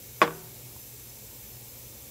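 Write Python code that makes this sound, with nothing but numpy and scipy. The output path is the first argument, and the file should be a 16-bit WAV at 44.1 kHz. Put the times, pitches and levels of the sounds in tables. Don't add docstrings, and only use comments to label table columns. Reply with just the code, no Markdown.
import sys
import numpy as np
from scipy import signal
from scipy.fft import rfft, irfft
from scipy.io import wavfile

SR = 44100
rng = np.random.default_rng(int(sys.argv[2]) if len(sys.argv) > 2 else 0)


def to_linear_factor(level_db):
    exponent = np.asarray(level_db, float) / 20
    return 10 ** exponent


def wav_record(signal):
    frames = np.transpose(np.atleast_2d(signal))
    bounded = np.clip(frames, -1, 1)
    quanta = np.round(bounded * 32767).astype(np.int16)
    wavfile.write(sys.argv[1], SR, quanta)


N = 92610
SNAP_S = .2172


def rms_one(x):
    return x / np.sqrt(np.mean(x ** 2) + 1e-20)


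def at_hz(points, hz):
    table = np.array(points)
    return np.interp(np.log(hz), np.log(table[:, 0]), table[:, 1])


def drift(rate_hz):
    r = np.exp(-80 * np.pi * rate_hz / SR)
    slow = signal.lfilter([1], [1, -2 * r, r * r], rng.standard_normal(N // 40 + 2002))
    slow = rms_one(slow[2000:])
    return np.interp(np.arange(N) / 40, np.arange(len(slow)), slow)


def ring(clicks, hz, t60):
    r = to_linear_factor(-60 / (max(t60, .002) * SR))
    w = 2 * np.pi * hz / SR
    return signal.lfilter([0, np.sin(w)], [1, -2 * r * np.cos(w), r * r], clicks + 1e-18)


def click(at_s, level_db):
    x = np.zeros(N)
    x[int(at_s * SR)] = to_linear_factor(level_db)
    return x


def narrow(hz, width_hz):
    t60 = np.log(1000) / np.pi / max(width_hz, .5)
    return rms_one(ring(rng.standard_normal(N + SR), hz, t60)[SR:])


def bands(spectrum, shape):
    hz = np.fft.rfftfreq(N, 1 / SR) + 1e-3
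    lowest, highest = spectrum[0][0], spectrum[-1][0]
    skirt = 1 / (1 + (lowest / hz) ** 6) / (1 + (hz / highest) ** 6)
    noise = rfft(rng.standard_normal(N)) * to_linear_factor(at_hz(spectrum, hz)) * np.sqrt(skirt)
    noise = noise / np.std(irfft(noise, N))
    place = 3 * np.log2(hz / 20)
    total = np.zeros(N)
    for k in range(31):
        window = np.cos(np.pi / 2 * np.clip(place - k, -1, 1)) ** 2
        total += irfft(noise * window, N) * shape(20 * 2 ** (k / 3))
    return total


def since_snap():
    return np.maximum(np.arange(N) / SR - SNAP_S, 0)


# frequency in Hz, level in dB per Hz.
JET = [(1800, -11), (2400, -7.5), (3100, -9.5), (5000, -8), (6800, -5.5), (9600, -7.5), (12200, -3),
       (18000, -4)]


def air_jet():
    hiss_db, flicker_db = -47.5, -0.12
    together = drift(4.4)
    hiss = to_linear_factor(hiss_db) * bands(JET, lambda hz: to_linear_factor(flicker_db * (0.46 * together + drift(21))))
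    ripple_t60_s, ripple_db = .12, -10
    t = np.arange(4000) / SR
    echoes = rng.standard_normal(4000) * to_linear_factor(-60 * t / ripple_t60_s)
    echoes = to_linear_factor(ripple_db) * echoes / np.sqrt(np.sum(echoes ** 2))
    return hiss + signal.fftconvolve(hiss, echoes)[:N]


# frequency in Hz, width in Hz, level in dB.
WHISTLES = [(2210, 71, -9.5), (2645, 110, -19.5), (6070, 67, -2.5), (7445, 65, -5), (7690, 90, -2.5),
            (11700, 250, -1.5), (12190, 70.7, -11), (12650, 90, -9.5), (12785, 90, 4), (13370, 80, -14),
            (14200, 97, -3), (15440, 150, 2)]


def valve_whistles():
    total = np.zeros(N)
    for hz, width, db in WHISTLES:
        total += to_linear_factor(-61 + db + 2.0 * drift(3.1)) * narrow(hz, width)
    return total


# frequency in Hz, level in dB per Hz.
RUMBLE = [(15, -47), (25, -9), (119, -1), (178, -13.5), (506, -10), (654, -19.5), (876, -20), (1630, -29),
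          (2000, -33.5), (2600, -45.5), (4400, -120)]


def fan_rumble():
    rumble_db, flicker_db = -53, 1.5
    return to_linear_factor(rumble_db) * bands(RUMBLE, lambda hz: to_linear_factor(flicker_db * drift(3.2)))


# frequency in Hz, width in Hz, level in dB rms.
HUMS = [(129.6, 8, -67.5), (55.4, 10, -55), (217, 12, -67), (550, 4.7, -87.5)]
# (each sine peaks 1.5 dB above this level, so its rms sits
# about 1.5 dB below it).
TONES = [(120, -55), (883, -73.5)]


def hums():
    t = np.arange(N) / SR
    wavering = sum(to_linear_factor(db) * narrow(hz, width) for hz, width, db in HUMS)
    steady = sum(to_linear_factor(db + 1.5) * np.sin(2 * np.pi * hz * t) for hz, db in TONES)
    return wavering + steady


SLIP_S = [
    .2060,
    .2090,
    .2125,
    .2167,
    .2171,
    .2200,
    .2252,
    .2282,
    .2775,
    .3080,
]
SLIP_DB = [-42, -44, -40, -17, -3, -13, -17, -15, -23, -31]
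# frequency in Hz, level in dB, time to fall 60 dB in seconds.
CRACK = [(640, -10, .035), (1130, -1, .03), (1420, -11, .025), (2550, -7, .007), (3500, -15, .012),
         (5000, -20, .005), (6800, -26, .004), (9000, -32, .003), (11500, -32, .003), (15000, -33, .003)]


def bead_slips():
    clicks = np.zeros(N)
    clicks[(np.array(SLIP_S) * SR).astype(int)] = to_linear_factor(np.array(SLIP_DB))
    knocks = np.zeros(N)
    for hz, db, t60 in CRACK:
        direction = np.sign(hz - 2000)
        knocks += direction * to_linear_factor(db) * ring(clicks, hz, t60)
    return signal.sosfilt(signal.butter(2, 300, "high", fs=SR, output="sos"), knocks)


# frequency in Hz, level in dB, time to fall 60 dB in seconds.
WHEEL = [(160.4, -12, 0.83), (311.4, -1, .25), (335.3, -9.5, .15), (371, -15.5, 0.96), (404, -18.5, 0.91),
         (474, 4, 0.23), (597, -8.5, 0.25), (711, -24.5, 0.91), (809, 4.5, 0.093), (970, -5.5, .15),
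         (1082, -13, 0.17), (1171, -4, .2), (1346, -3.5, .13), (1482, -11.5, 0.36)]


def wheel_ring():
    wobble_db_per_khz, wobble_per_s, rise_hz = 2.5, 25, 25
    snap = click(SNAP_S, -24)
    wheel = np.zeros(N)
    for k, (hz, db, t60) in enumerate(WHEEL):
        wobble_db = wobble_db_per_khz * hz / 1000 * drift(wobble_per_s)
        wheel += (-1) ** k * to_linear_factor(db + wobble_db) * ring(snap, hz, t60)
    return wheel * (1 - np.exp(-2 * np.pi * rise_hz * since_snap()))


# frequency in Hz, level in dB.
TAIL = [(120, -33), (200, -8), (445, -8), (800, -2.5), (1500, -5.5), (3300, -16), (5000, -24), (16000, -39)]
# frequency in Hz, time to fall 60 dB in seconds.
EARLY_T60 = [(150, 0.2), (600, 0.073), (2000, 0.1), (4000, 0.095), (8000, 0.078)]
# frequency in Hz, time to fall 60 dB in seconds.
LATE_T60 = [(150, 0.5), (500, 0.654), (1500, 0.6), (8000, 0.27)]


def room_tail():
    early_db, late_db, rise_s = -13.5, -38, .005
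    grain_db, grain_per_s = 2, 60
    since = since_snap()

    def fade(hz):
        early = to_linear_factor(early_db - 60 * since / at_hz(EARLY_T60, hz))
        late = to_linear_factor(late_db - 60 * since / at_hz(LATE_T60, hz))
        return to_linear_factor(grain_db * drift(grain_per_s)) * (early + late)

    return (1 - np.exp(-since / rise_s)) * bands(TAIL, fade)


# time in seconds, lowest Hz, highest Hz.
FLECKS = [(.424, 11700, 13100), (.447, 12400, 14500), (.819, 5200, 6900), (.888, 7600, 9000),
          (1.097, 5200, 6300), (1.097, 11700, 14500), (1.283, 11700, 13800), (1.538, 5200, 6300),
          (1.654, 11700, 13100), (1.701, 4700, 5700), (1.840, 8300, 9600), (2.003, 9600, 11000),
          (2.072, 12400, 13800)]


def channel_flecks():
    db_per_hz, length_s = -91.5, 0.041
    hz, t = np.fft.rfftfreq(N, 1 / SR), np.arange(N) / SR
    white = rfft(rng.standard_normal(N)) * to_linear_factor(db_per_hz) * np.sqrt(SR / 2)
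    total = np.zeros(N)
    for middle_s, low, high in FLECKS:
        swell = np.cos(np.pi * np.clip((t - middle_s) / length_s, -.5, .5))
        total += irfft(white * (hz > low) * (hz < high), N) * swell
    return total


def soft_bump():
    return ring(click(.756, -45), 70, .12)


def bead_tick():
    return ring(click(.7635, -42), 980, .015)


def scene():
    air = air_jet() + valve_whistles()
    workshop = fan_rumble() + hums() + soft_bump()
    bead = bead_slips() + wheel_ring() + bead_tick()
    return np.tile(air + workshop + bead + room_tail(), (2, 1))


def low_pass(x):
    return signal.sosfilt(signal.butter(12, 16930, fs=SR, output="sos"), x)


def record(dry):
    low_cut_hz, top_cut_hz = 65, 15740
    x = signal.sosfilt(signal.butter(3, low_cut_hz, "high", fs=SR, output="sos"), dry)
    x = irfft(rfft(x) * (np.fft.rfftfreq(N, 1 / SR) < top_cut_hz), N)
    mix = x + channel_flecks() * [[1], [-1]]
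    return low_pass(mix)


dry = scene()
out = record(dry)
wav_record(out)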